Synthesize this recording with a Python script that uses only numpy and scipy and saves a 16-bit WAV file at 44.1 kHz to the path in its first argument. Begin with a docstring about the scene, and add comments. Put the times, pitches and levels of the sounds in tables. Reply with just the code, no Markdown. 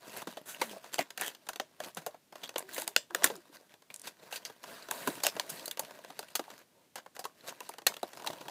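"""Blister pack worked off its card

Hands work a stiff plastic blister off its cardboard backing on a table, close to the microphone in a small room.
The thin shell buckles in sharp snaps, noise bursts through shell resonances, that knock the card lower and longer.
Glue and fibres rasp in streams of ticks and part with high pings; fingers and card slide as patchy friction noise,
with crinkles, weaker snaps and taps, dull table bumps, low gliding groans and narrow singing bands.
The room adds early echoes and a short diffuse tail over a faint steady hiss.
"""
import sys
import numpy as np
from scipy import signal
from scipy.fft import rfft, irfft, next_fast_len
from scipy.io import wavfile
from scipy.ndimage import uniform_filter1d, map_coordinates

SR = 44100
rng = np.random.default_rng(int(sys.argv[2]) if len(sys.argv) > 2 else 0)


def persist_wave(psi):
    """Save psi, clipped to +-1, as 16-bit WAV."""
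    counts = np.round(np.clip(psi, -1, 1) * 32767).astype(np.int16)
    wavfile.write(sys.argv[1], SR, np.atleast_2d(counts).T)


N = 374850

# Levels in the event tables are before the trims set in the function that plays them.
# The hand pushes the pack along. Each row: start in seconds, fastest moment in seconds, end in seconds,
# friction hiss in dB, card body in dB re the hiss.
STROKES = [(0, 0.196, 0.25, -49, -1), (0.264, 0.31, 0.37, -50.5, -4.5), (0.451, 0.49, 0.78, -52.5, -4),
           (0.575, 0.623, 0.8, -46.5, -2.5), (0.767, 0.85, 1.01, -57, -4), (1.155, 1.203, 1.36, -51, -3.5),
           (1.78, 1.88, 1.93, -50, -0.5), (1.939, 1.962, 2.11, -58, 0.5), (2.324, 2.36, 2.56, -56.5, -1),
           (2.55, 2.568, 2.65, -50.5, -3), (2.667, 2.782, 2.87, -46.5, -6.5),
           (3.117, 3.284, 3.39, -49.5, 0), (3.509, 3.553, 3.59, -50.5, -6.5), (3.69, 3.733, 3.74, -59, -9),
           (4.016, 4.08, 4.1, -49, -6), (4.15, 4.267, 4.5, -60.5, 1), (4.299, 4.35, 4.39, -44, -12),
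           (4.46, 4.48, 4.6, -58, -12), (4.601, 4.703, 4.93, -50, -3.5), (4.89, 4.939, 5.2, -46, -1),
           (4.96, 5.08, 5.28, -46.5, -4.5), (5.196, 5.257, 5.68, -50, -1), (5.47, 5.51, 5.7, -46.5, -4.5),
           (5.758, 5.825, 6.2, -57.5, 0.5), (6.007, 6.24, 6.55, -59.5, -8),
           (6.392, 6.522, 6.65, -56.5, -2.5), (6.674, 6.818, 6.9, -76.5, 6), (7.349, 7.388, 7.7, -60.5, -2),
           (7.422, 7.486, 7.55, -51.5, 4), (7.593, 7.654, 7.76, -55, -5.5), (7.87, 7.904, 7.94, -57, 6.5),
           (7.96, 8.014, 8.9, -61.5, -6), (8.13, 8.312, 8.46, -52.5, 3), (8.4, 8.503, 8.6, -55, 5.5)]
# The pack glides flat on the table with less crinkling. Each row: start in seconds, end in seconds.
GLIDES = [(4.68, 5.2), (5.42, 5.64)]
# Quieter spans: no grip hiss and no random taps, but listed events still sound.
# Each row: start in seconds, end in seconds.
QUIETER_SPANS = [(2.17, 2.32), (3.02, 3.1), (3.76, 3.9), (6.61, 7.35), (7.79, 7.87)]
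# Short tears and scrapes. Each row: start in seconds, swell point in seconds, nominal end in seconds,
# level in dB, treble in dB re the middle, squeak in Hz, tick share 0-1 (capped when played).
# The points may be out of order, and short rows play 512 samples.
RASPS = [(.04, 0.172, 0.22, -52.5, -1, 2600, 0.76), (0.454, 0.494, 0.56, -48.5, 5, 1390, 0),
         (0.681, .695, 0.72, -51, -4, 3300, .7), (.926, 0.94, 0.97, -38, -3, 7340, 0.6),
         (0.993, 0.991, 1.03, -33.5, -6.5, 2030, 0.5), (1.193, 1.225, 1.28, -37.5, -9, 1730, 0.53),
         (1.232, 1.27, 1.299, -37.5, 0, 3160, 0.74), (2.431, 2.435, 2.47, -40, -9, 3420, 0.46),
         (2.726, 2.736, 2.85, -46.5, 7, 3860, 0.5), (3.228, 3.248, 3.27, -40, -11, 1620, 0.7),
         (4.035, 4.072, 4.05, -45, -4, 4840, 0.8), (4.308, 4.324, 4.31, -39, -3, 1450, .55),
         (5.228, 5.289, 5.305, -32.5, -6, 5170, 0.76), (5.492, 5.501, 5.51, -41, 8, 5100, 0.2),
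         (6.955, 6.966, 7.01, -47.5, -12.5, 1510, 0.38), (7.15, 7.159, 7.1, -44, 0, 1100, 0.25),
         (7.462, 7.49, 7.51, -42, -2.5, 1010, 0.56), (7.876, 7.883, 7.89, -43, 1, 4700, 1)]
# Threads of glue part with a tiny high ping. Each row: start in seconds, level in dB over 10 ms, centre in Hz.
PINGS = [(.172, -46, 11000), (1.948, -50, 8850), (2.593, -41, 10000), (2.799, -42, 10000),
         (3.364, -53, 7000), (3.942, -44, 7500), (3.961, -46.5, 8260), (3.996, -52, 8800),
         (4.017, -50, 8850), (4.451, -43, 6000)]
# The shell buckles. Each row: start in seconds, crack in dB over 10 ms, card knock in dB re the crack,
# treble in dB re the crack, card resonance in Hz, panel resonance in Hz, panel ring in dB re the whole shell,
# slip length in ms before scaling.
SNAPS = [(0.2184, -49.5, 6.5, 0.5, 931, 1580, 0, 3.6), (0.2708, -46, 5.5, -4.5, 282, 1670, -7, 5),
         (0.37, -47.5, 6.5, -8, 640, 3280, -2, 4), (0.6142, -31, 1, -6, 920, 2100, -1, 4.3),
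         (.983, -39, 2.5, -8, 710, 3070, 10, 2.4), (.99, -31, .5, -9, 710, 2120, 0.5, 2.5),
         (1.1758, -39.5, -9, -2.5, 685, 1820, -2, 2.2), (1.2112, -40.5, 1, 7, 940, 2500, 5, 1.4),
         (1.4881, -37.5, -3.5, -2, 700, 1470, -1, 2.9), (1.5984, -35, 1, -10.5, 536, 3230, -8, 1.7),
         (1.8023, -42.5, 4.5, -6.5, 630, 1620, 1, 1.3), (1.9692, -40.5, -1, -4, 690, 1460, -0.5, 6),
         (2.0634, -43.5, 3.5, 3.5, 620, 1420, -9, 3.3), (2.5586, -36.5, 3.5, -15.5, 485, 3100, 0.5, 1.9),
         (2.5814, -43, 0.5, 8.5, 1050, 2840, -9, 1.6), (2.779, -38, 2.5, -3, 497, 1670, -4, 6.1),
         (2.8199, -44.5, 0, 5, 890, 4720, 0, 0.48), (2.8771, -37.5, -5.5, 4.5, 890, 4900, -1, 0.94),
         (2.963, -20, -14, -9, 500, 3290, -7, .9), (3.1478, -29, -7.5, -3, 470, 1560, -2, 0.91),
         (3.2215, -45, 6, -17.5, 684, 1990, 1, 1.8), (3.242, -22.5, -10.5, 5, 1090, 1650, 1.5, 2.16),
         (3.2608, -35, -8.5, -13, 590, 1833, -3, 3.5), (3.3002, -45.5, 9, -16, 510, 3810, -5, 2.6),
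         (3.902, -49, -12.5, -15, 536, 2540, 8, 1.1), (4.0714, -41.5, -3.5, -2.5, 545, 4770, -13, 4.9),
         (4.325, -40, -3, -7, 620, 2730, -1, 4), (4.3578, -39, -14, -3.5, 500, 4620, -2, 5.4),
         (4.4511, -41, -14, -5, 550, 4760, -3, 5.2), (4.9106, -36.5, -0.5, 4, 940, 1770, -3, 1.25),
         (5.073, -34.5, 2, -0.5, 258, 1390, -2, 4.1), (5.235, -33, -3, 3.5, 904.8, 4440, 3, 3.03),
         (5.249, -36, 1.5, -12, 690, 3130, -2, 1.7), (5.2664, -26.5, -6, 0, 634, 2840, -7, 1.2),
         (5.365, -46, 7, -8, 613, 1440, -9, 2.3), (5.397, -31, -6, -7, 910, 4470, -4, 1.2),
         (5.657, -44, -24, 5, 480.5, 4180, 8, 2.16), (5.6789, -43, -19, 1.5, 880, 4710, 5, 1.8),
         (5.7114, -39, -20, 1, 460, 3467, 1, 1.5), (5.7937, -40, 3.5, 8.5, 940, 4550, -3, 2.1),
         (6.191, -42, .5, 1.5, 479, 4640, -1, 1.9), (6.3531, -31.5, -7, 1.5, 1240, 4500, -3, 3.6),
         (6.3935, -43, 8, -4, 819, 1400, -13, 2.3), (6.956, -46, 0.5, 1.5, 750, 2640, -11.5, 3.5),
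         (7.1916, -45.5, 2, 2, 710, 4790, 1, 4.7), (7.2518, -44, 6.5, -1.5, 1060, 1210, -5, 2.8),
         (7.605, -46.5, 2.5, -0.5, 980, 2700, -4, 1), (7.6915, -51, 9, 8, 923, 4700, 2, 1.1),
         (7.8663, -24.5, -7.5, 0.5, 710.5, 1890, -4.5, 1.6), (7.869, -24.5, -17, -2, 720, 4230, 3, 1.7),
         (8.0298, -43, 10.5, -3.5, 696, 3880, 2.5, 1.9), (8.2631, -44.5, 4.5, -1, 920, 4030, -8, 1.9),
         (8.272, -33.5, -3.5, -7.5, 891.5, 3930, 0.5, 2.2), (8.4822, -45.5, 2.5, -6, 940, 3370, -2, 1.7)]
# The pack bumps the table. Each row: start in seconds, level in dB over 10 ms, resonance in Hz.
THUMPS = [(.272, -42.5, 196), (.617, -33, 500), (.73, -45, 625), (.762, -44, 615), (.992, -34.5, 316),
          (1.971, -44.5, 177), (2.065, -35, 657), (3.242, -36, 320), (3.377, -50, 347), (3.495, -55.5, 325),
          (5.074, -32, 420), (5.075, -27.5, 263), (5.08, -36.5, 218), (5.104, -44, 312),
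          (5.169, -45.5, 330), (5.516, -48, 173), (6.394, -39.5, 364), (6.479, -48, 800), (8.031, -41, 358)]
# The bent card groans. Each row: start in seconds, end in seconds, start pitch in Hz, end pitch in Hz, level in dB.
FLEXES = [(0.619, 0.79, 239.4, 181, -57), (2.615, 2.715, 363, 396, -58.5), (2.725, 2.875, 326, 334, -59),
          (2.873, 2.935, 433, 385, -61.5), (3.097, 3.145, 377, 318, -56), (3.176, 3.29, 605, 558, -54),
          (3.295, 3.395, 548, 332, -56), (3.311, 3.375, 245, 165, -60.5)]
# Weaker snaps, ticks and light taps. Each row: start in seconds, level in dB over 10 ms, card knock in dB re that.
TAPS = [(0.841, -54.5, 5.5), (1.104, -45, -8.5), (1.299, -52, -7), (1.348, -51, -8), (1.467, -53.5, 1),
        (1.532, -48.5, -6), (1.558, -43.5, -5.5), (1.836, -46.5, -1), (1.845, -45, -10), (2.144, -65, 17.5),
        (2.324, -56.5, 7.5), (2.355, -51.5, 6), (2.491, -43.5, -5), (2.869, -53.5, 4), (3.106, -57.5, 12),
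        (3.234, -35, -6), (3.272, -39.5, -4), (3.461, -73, -2), (3.739, -57.5, -0.5), (3.821, -62, 0.5),
        (4.498, -55.5, 8.5), (4.638, -47.5, 1.5), (4.886, -48.5, 4), (5.201, -48.5, -3),
        (5.594, -47.5, -15), (5.772, -45, -0.5), (5.848, -51.5, -10), (5.908, -54, 6), (6.046, -52, 4),
        (6.102, -52.5, 7), (6.227, -51.5, 2.5), (6.502, -50.5, -1), (6.98, -50, 3.5), (7.061, -58.5, 11),
        (7.164, -48.5, -1.5), (7.241, -44.5, -4), (7.737, -54, 2.5), (7.783, -48, 1.5), (7.818, -56.5, 4),
        (7.939, -46.5, -5), (7.966, -45, -4), (8.132, -50.5, 0), (8.171, -51.5, 4.5), (8.196, -57, 8),
        (8.243, -57, 8), (8.221, -53, 4), (8.304, -48.5, 2.5), (8.331, -50, 4.5), (8.411, -50, 4)]
# A sliding edge sings in one band. Each row: start in seconds, end in seconds, centre in Hz, width in Hz, level in dB.
SINGS = [(4.648, 4.89, 1340, 900, -62), (4.789, 5.2, 3890, 240, -66), (7.157, 7.239, 770, 200, -56)]
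# Resonances of the plastic shell. Each row: centre in Hz, width in Hz, level in dB.
SHELL = [(1537, 220, 4), (1925, 140, 1), (2700, 330, 0.5), (3930, 540, 0.5), (4620, 450, 0),
         (6220, 300, -3.5), (8550, 280, -8.5), (9700, 160, -16), (11500, 580, -9)]
# Spectrum of the shell's crack. Each row: frequency in Hz, relative level in dB per Hz.
CRACK = [(600, -36.5), (1150, -19), (1500, -4.5), (2000, -2.5), (2400, -3), (3300, 1), (4200, -4.5),
         (6000, -3), (7500, -4.5), (9500, -28)]
# Spectrum of the treble, for sizzle and sheen. Each row: frequency in Hz, relative level in dB per Hz.
TREBLE = [(4500, -34.5), (6500, 1), (8000, 4), (10500, 3.5), (13000, 3), (15000, 1)]
# Spectrum of a knock on the card. Each row: frequency in Hz, relative level in dB per Hz.
KNOCK = [(30, -34.5), (80, -30), (150, -11), (280, -5), (520, 2.5), (700, 2.5), (1000, 1.5), (1300, -4.5),
         (2000, -16), (4000, -55.5)]
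# Spectrum of friction on the shell. Each row: frequency in Hz, relative level in dB per Hz.
FRICTION = [(700, -22.5), (1150, -8.5), (1600, 1.5), (2400, -1.5), (4000, -3.5), (6000, -6.5), (9000, -8.5),
            (15000, -10.5)]
# Spectrum of the rubbed card body. Each row: frequency in Hz, relative level in dB per Hz.
CARD = [(30, -32.5), (70, -32.5), (110, -9.5), (160, -3), (330, -0.5), (480, 0.5), (660, 5), (800, -4.5),
        (950, 3), (1300, -11), (2200, -42)]
# Spectrum of the steady hiss in the room. Each row: frequency in Hz, relative level in dB per Hz.
ROOM_TONE = [(25, -18.5), (60, -9), (150, 8), (280, 7.5), (500, 3.5), (1200, -3), (4000, -5), (15000, -10)]
# Decay of the room's tail. Each row: frequency in Hz, time to fall 60 dB in seconds.
ROOM = [(150, 0.13), (500, 0.21), (2000, 0.18), (6000, 0.17), (15000, 0.19)]

STROKE_EDGE_DB, STROKE_RAMP_S = -9.5, 0.029  # edge level re the peak; time to get going or stop
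SETTLE_DB, SETTLE_CARD_DB, SETTLE_T60 = -58.5, 0.5, .28  # pack settling after a snap: hiss, card re hiss, s
RESTING_DB, RESTING_CARD_DB, RESTING_WANDER_DB = -68, -1.5, 2  # gripping hand: hiss, card re hiss, unrest
STRAY_DB, STRAY_SPREAD_DB, STRAY_KNOCK_DB = -60.5, 3, 3.5  # random taps: level, scatter, knock re level
GLIDE_GRAIN = .25  # share of the grain that remains in a glide
TOP_HZ = 15400


def amp(db):
    """Decibels to gain."""
    return 10 ** (np.asarray(db) / 20)


def unit(x):
    """Scaled to rms 1."""
    return x / np.sqrt(np.mean(x ** 2) + 1e-20)


def burst(x):
    """Scaled so that its energy equals rms 1 over 10 ms."""
    return x / np.sqrt(np.sum(x ** 2) / (SR / 100) + 1e-20)


def along(points, hz):
    """(Hz, value) points read on a log axis."""
    f, v = np.transpose(points)
    return np.interp(np.log(hz + 1), np.log(f), v)


def wobble(rate):
    """A smooth random curve, rate knots a second."""
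    knots = rng.standard_normal(int(N * rate / SR) + 4)
    return map_coordinates(knots, [np.arange(N) * rate / SR])


def coloured(x, gain):
    """x through the causal minimum-phase filter whose magnitude is gain(Hz)."""
    m = 2 * next_fast_len(len(x) // 2 + 1024)
    cepstrum = irfft(np.log(np.maximum(gain(np.fft.rfftfreq(m, 1 / SR)), 1e-6)))
    # folding the cepstrum forward in time makes the filter causal
    cepstrum[1:m // 2] *= 2
    cepstrum[m // 2 + 1:] = 0
    return irfft(rfft(x, m) * np.exp(rfft(cepstrum)), m)[:len(x)]


def bell(hz, centre, width):
    """Magnitude of one resonance."""
    return 1 / np.sqrt(1 + (2 * (hz - centre) / width) ** 2)


def spectrum_gain(spectrum):
    """A spectrum table as a gain over Hz."""
    return lambda hz: amp(along(spectrum, hz))


def plastic(spectrum, bend=1, between_db=-8):
    """A spectrum ridged by the shell's resonances; bending shifts them all."""
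    ridges = lambda hz: sum((amp(db) * bell(hz, bend * c, w)) ** 2 for c, w, db in SHELL)
    return lambda hz: amp(along(spectrum, hz)) * np.sqrt(amp(between_db) ** 2 + ridges(hz))


def ticks(size, rate, spread_db):
    """Random tiny slips of uneven strength, on average rate a second, rms 1."""
    strength = amp(spread_db * np.clip(rng.standard_normal(size), -2, 2))
    signed = strength * rng.choice([-1, 1], size)
    return unit(signed * (rng.random(size) < rate / SR))


def grainy(size, share, rate, spread_db):
    """Smooth friction noise mixed with a power share of ticks."""
    share = np.clip(share, 0, 1)
    smooth = np.sqrt(1 - share) * rng.standard_normal(size)
    return smooth + np.sqrt(share) * ticks(size, rate, spread_db)


def patchy(x, depth_db):
    """The contact point wanders, so the colour changes in patches of time and frequency."""
    z = signal.stft(x, nperseg=256)[2]
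    field = uniform_filter1d(rng.standard_normal(z.shape), size=5, axis=0)
    field = uniform_filter1d(field, size=8, axis=1)
    return signal.istft(z * amp(depth_db * unit(field)), nperseg=256)[1][:len(x)]


def add(track, s, sound):
    """Lay a sound into the track at s seconds."""
    start = max(round(s * SR), 0)
    track[start:start + len(sound)] += sound[:max(N - start, 0)]


def outside_quieter_spans(s):
    """True at the times when grip hiss and random taps may sound."""
    return np.all([(s < start) | (s > end) for start, end in QUIETER_SPANS], axis=0)


def effort():
    """Strength of friction hiss and card body: each stroke swells and eases, each snap lets the pack settle."""
    t = np.arange(N) / SR
    gripping = uniform_filter1d(outside_quieter_spans(t).astype(float), size=1024)
    resting = gripping * amp(RESTING_DB + RESTING_WANDER_DB * wobble(7))
    snap_s = np.sort([row[0] for row in SNAPS])
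    since_snap = t - np.r_[-np.inf, snap_s][np.searchsorted(snap_s, t)]
    settling = amp(SETTLE_DB - 60 * since_snap / SETTLE_T60)
    hiss_power = resting ** 2 + settling ** 2
    body_power = (amp(RESTING_CARD_DB) * resting) ** 2 + (amp(SETTLE_CARD_DB) * settling) ** 2
    for start, fastest, end, db, card_db in STROKES:
        s = t[(t > start) & (t < end)]
        moving = np.clip(np.minimum(s - start, end - s) / STROKE_RAMP_S, 0, 1)
        swell_db = np.interp(s, [start, fastest, end], [STROKE_EDGE_DB, 0, STROKE_EDGE_DB])
        stroke = moving * amp(db + swell_db)
        add(hiss_power, start, stroke ** 2)
        add(body_power, start, (amp(card_db) * stroke) ** 2)
    return np.sqrt(hiss_power), np.sqrt(body_power)


def sliding(hiss_db=-2.5, sheen_db=-5, body_db=-1, crinkle_db=-6.0, crinkle_knock_db=-5, crinkle_t60=0.012):
    """Skin and card slide under uneven pressure; the flexing shell sheds crinkles in step with the effort."""
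    hiss, body = effort()  # gains per sample
    speed = np.clip(hiss / amp(-47.5), 0, 1) ** 1.4  # faster strokes are brighter
    now = np.arange(N) / SR
    gliding = np.any([(now > start) & (now < end) for start, end in GLIDES], axis=0)
    grain = np.where(gliding, GLIDE_GRAIN, 1)
    pressure = amp(np.sqrt(grain) * (1.4 * wobble(18) + 1.3 * wobble(70)))
    rub = pressure * patchy(grainy(N, share=.5 * grain, rate=650, spread_db=4), depth_db=2.2)

    t = np.arange(1024) / SR
    crinkle_decay = amp(-60 * t / crinkle_t60)
    crinkle_level = signal.fftconvolve(np.abs(ticks(N, rate=50, spread_db=4)), crinkle_decay)[:N]
    crinkles = np.sqrt(grain) * patchy(crinkle_level * rng.standard_normal(N), depth_db=5.5)

    shell = lambda x: unit(coloured(x, plastic(FRICTION, between_db=1.0)))
    card = lambda x: unit(coloured(x, spectrum_gain(CARD)))
    glide = np.sqrt(pressure) * rng.standard_normal(N)  # the glossy card on the table top hisses smoothly
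    sheen = speed * unit(coloured(glide, spectrum_gain(TREBLE)))
    friction = amp(hiss_db) * shell(rub) + amp(sheen_db) * sheen + amp(crinkle_db) * shell(crinkles)
    card_body = amp(body_db) * card(rub) + amp(crinkle_knock_db) * card(crinkles)
    return hiss * friction + body * card_body


def rasps(level_db=-1, card_db=-7, edge_db=-13, squeak_db=10, squeak_width_hz=520):
    """Fibres and glue let go in a stream of ticks that sets one patch of plastic squeaking."""
    out = np.zeros(N)
    for start, swell_s, end, db, treble, squeak_hz, share in RASPS:
        t = np.arange(max(round((end - start) * SR), 512)) / SR + start
        swell = amp(np.interp(t, [start, swell_s, end], [edge_db, 0, edge_db]))
        swell = swell * signal.windows.tukey(len(t), .1)
        fibres = patchy(grainy(len(t), min(share, .9), rate=300, spread_db=5), depth_db=2.5)
        squeak = lambda hz: 1 + amp(squeak_db) * bell(hz, squeak_hz, squeak_width_hz) ** 2
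        panel = lambda hz: plastic(CRACK, between_db=0)(hz) * squeak(hz)
        sizzle = unit(coloured(fibres, plastic(TREBLE, between_db=4.5)))
        shell = unit(coloured(fibres, panel)) + amp(treble) * sizzle
        card = unit(coloured(fibres, spectrum_gain(KNOCK)))
        add(out, start, amp(db + level_db) * swell * (shell + amp(card_db) * card))
    return out


def pings(t60=0.013, width_hz=5500):
    """A thread of glue lets go and flicks a small stiff spot of the shell."""
    out, t = np.zeros(N), np.arange(1024) / SR
    for s, db, centre_hz in PINGS:
        flick = amp(-60 * t / t60) * rng.standard_normal(len(t))
        add(out, s, amp(db) * burst(coloured(flick, lambda hz: bell(hz, centre_hz, width_hz) ** 2)))
    return out


def snaps(panel_width_hz, between_db, knock_db=0.5, bend_spread=0.033, slip_scale=0.91, knock_t60=0.036,
          card_ring_db=5, card_width_hz=190, stutter_db=-17, stutter_t60=0.038):
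    """A crease jumps in a quick run of slips: the shell cracks at once, the card behind rings lower and longer."""
    out, t = np.zeros(N), np.arange(4096) / SR
    for s, db, knock, treble, card_hz, panel_hz, panel_db, slip_ms in SNAPS:
        slip = slip_scale * max(slip_ms, .4) / 1000  # s
        bend = np.exp(bend_spread * rng.standard_normal())
        run = np.exp(-t / (2 * slip)) * (1 - np.exp(-t / (0.12 * slip)))
        jumps = lambda: burst(run * grainy(len(t), share=0.66, rate=3000, spread_db=2.5))
        # the crease settles in a few weaker jumps
        stutter = amp(-60 * t / stutter_t60) * grainy(len(t), share=0.62, rate=240, spread_db=3.5)
        slips = jumps() + amp(stutter_db) * burst(stutter)

        # the panel that buckles adds its own broad resonance to those of the whole shell
        panel = burst(coloured(jumps(), lambda hz: bell(hz, panel_hz, panel_width_hz) ** 2))
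        shell = burst(coloured(slips, plastic(CRACK, bend, between_db)))
        crack = burst(shell + amp(panel_db) * panel)
        sizzle = burst(coloured(slips, plastic(TREBLE, bend, between_db)))

        push = amp(-60 * t / knock_t60) * (1 - np.exp(-t / (0.49 * slip))) * rng.standard_normal(len(t))
        # a smaller, higher patch of card has less bass
        radiation = lambda hz: 0.55 + hz ** 4 / (hz ** 4 + (0.39 * card_hz) ** 4)
        ring = lambda hz: 1 + amp(card_ring_db) * bell(hz, card_hz, card_width_hz) ** 2
        card = burst(coloured(push, lambda hz: amp(along(KNOCK, hz)) * radiation(hz) * ring(hz)))
        add(out, s, amp(db) * (crack + amp(treble) * sizzle + amp(knock + knock_db) * card))
    return out


def thumps(level_db=-1, t60=0.059, width=.5, skirt_db=-24):
    """A soft, dull blow rings one broad low resonance of card and table top."""
    out, t = np.zeros(N), np.arange(4096) / SR
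    radiation = lambda hz: hz ** 4 / (hz ** 4 + 130 ** 4)  # a small sheet radiates little deep bass
    for s, db, centre_hz in THUMPS:
        push = (1 - np.exp(-t / 0.00065)) * amp(-60 * t / t60) * rng.standard_normal(len(t))
        resonance = lambda hz: radiation(hz) * bell(hz, centre_hz, width * centre_hz) ** 2
        body = lambda hz: resonance(hz) + amp(skirt_db) * amp(along(KNOCK, hz))
        add(out, s, amp(db + level_db) * burst(coloured(push, body)))
    return out


def flexes(level_db=-1, octave_db=-12):
    """The card sticks and slips evenly as it bends: a low tone with a weak octave that glides with the bend."""
    out, drift, flutter = np.zeros(N), wobble(130), amp(2.5 * wobble(80))
    for start, end, from_hz, to_hz, db in FLEXES:
        size = round((end - start) * SR)
        local_drift = np.roll(drift, -round(start * SR))[:size]
        hz = np.linspace(from_hz, to_hz, size) * (1 + .024 * local_drift)
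        phase = 2 * np.pi * np.cumsum(hz) / SR
        tone = np.sin(phase) + amp(octave_db) * np.sin(2 * phase)
        add(out, start, amp(db + level_db) * unit(signal.windows.tukey(size) * tone))
    return out * flutter


def stray_taps(count=16):
    """Up to count faint taps at random moments outside the quieter spans, as rows like those of TAPS."""
    when, chance = rng.uniform(0, N / SR, count), rng.standard_normal((count, 2))
    return [(s, STRAY_DB + STRAY_SPREAD_DB * a, STRAY_KNOCK_DB + STRAY_SPREAD_DB * b)
            for s, (a, b) in zip(when, chance) if outside_quieter_spans(s)]


def taps(treble_db=-5, knock_db=-1, tick_t60=0.023, knock_t60=0.043, bend_spread=0.091):
    """A weaker snap, tick or light tap sounds the shell and nudges the card."""
    out, t = np.zeros(N), np.arange(2048) / SR
    for s, db, knock in TAPS + stray_taps():
        bend = np.exp(bend_spread * rng.standard_normal())
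        touch = (1 - np.exp(-t / 0.001)) * grainy(len(t), share=0.6, rate=2500, spread_db=6)
        contact = touch * amp(-60 * t / tick_t60)
        shell = burst(coloured(contact, plastic(CRACK, bend)))
        sizzle = burst(coloured(contact, plastic(TREBLE, bend)))
        tick = burst(shell + amp(treble_db) * sizzle)
        nudge = touch * amp(-60 * t / knock_t60)
        card = burst(coloured(nudge, lambda hz: amp(along(KNOCK, hz / bend))))
        add(out, s, amp(db) * (tick + amp(knock + knock_db) * card))
    return out


def sings():
    """Steady rubbing keeps one resonance of the pack sounding."""
    out = np.zeros(N)
    for start, end, centre_hz, width_hz, db in SINGS:
        rub = rng.standard_normal(round((end - start) * SR))
        band = coloured(rub, lambda hz: bell(hz, centre_hz, width_hz) ** 2)
        add(out, start, amp(db) * unit(band * signal.windows.tukey(len(band))))
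    return out


def room(x, early_db=-17, tail_db=-19, early_delay=0.01, early_t60=0.06):
    """Nearby things and walls answer after a few metres of travel, with a short diffuse tail."""
    hz, t, z = signal.stft(rng.standard_normal(SR // 2), SR, nperseg=256)
    tail = signal.istft(z * amp(-60 * t / along(ROOM, hz)[:, None]), SR, nperseg=256)[1]
    t = np.arange(len(tail)) / SR
    tail = tail * np.minimum(t / early_delay, 1)
    early = ticks(len(t), rate=2300, spread_db=3.0) * (t > early_delay) * amp(-60 * t / early_t60)
    answer = amp(early_db) * early / np.linalg.norm(early) + amp(tail_db) * tail / np.linalg.norm(tail)
    return signal.fftconvolve(x, answer)[:N]


def room_tone(floor_db=-69):
    """A faint steady hiss: noise shaped by one fixed spectrum."""
    return amp(floor_db) * unit(coloured(rng.standard_normal(N), spectrum_gain(ROOM_TONE)))


def scene():
    """The pack close to the microphone, the room's answer, and a faint steady hiss."""
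    handling = sliding() + rasps() + pings() + thumps() + flexes() + taps() + sings()
    # the microphone faces one buckling panel; the walls hear all sides of the shell, so its resonances blur
    direct = handling + snaps(panel_width_hz=480, between_db=-8)
    outward = handling + snaps(panel_width_hz=2400, between_db=7)
    return (direct + room(outward) + room_tone())[None]


def record(dry):
    """The microphone's sound falls away very steeply above the band limit."""
    hz = np.fft.rfftfreq(2 * N, 1 / SR)
    return irfft(rfft(dry, 2 * N) / np.sqrt(1 + (hz / TOP_HZ) ** 200))[:, :N]


dry = scene()
out = record(dry)
persist_wave(out)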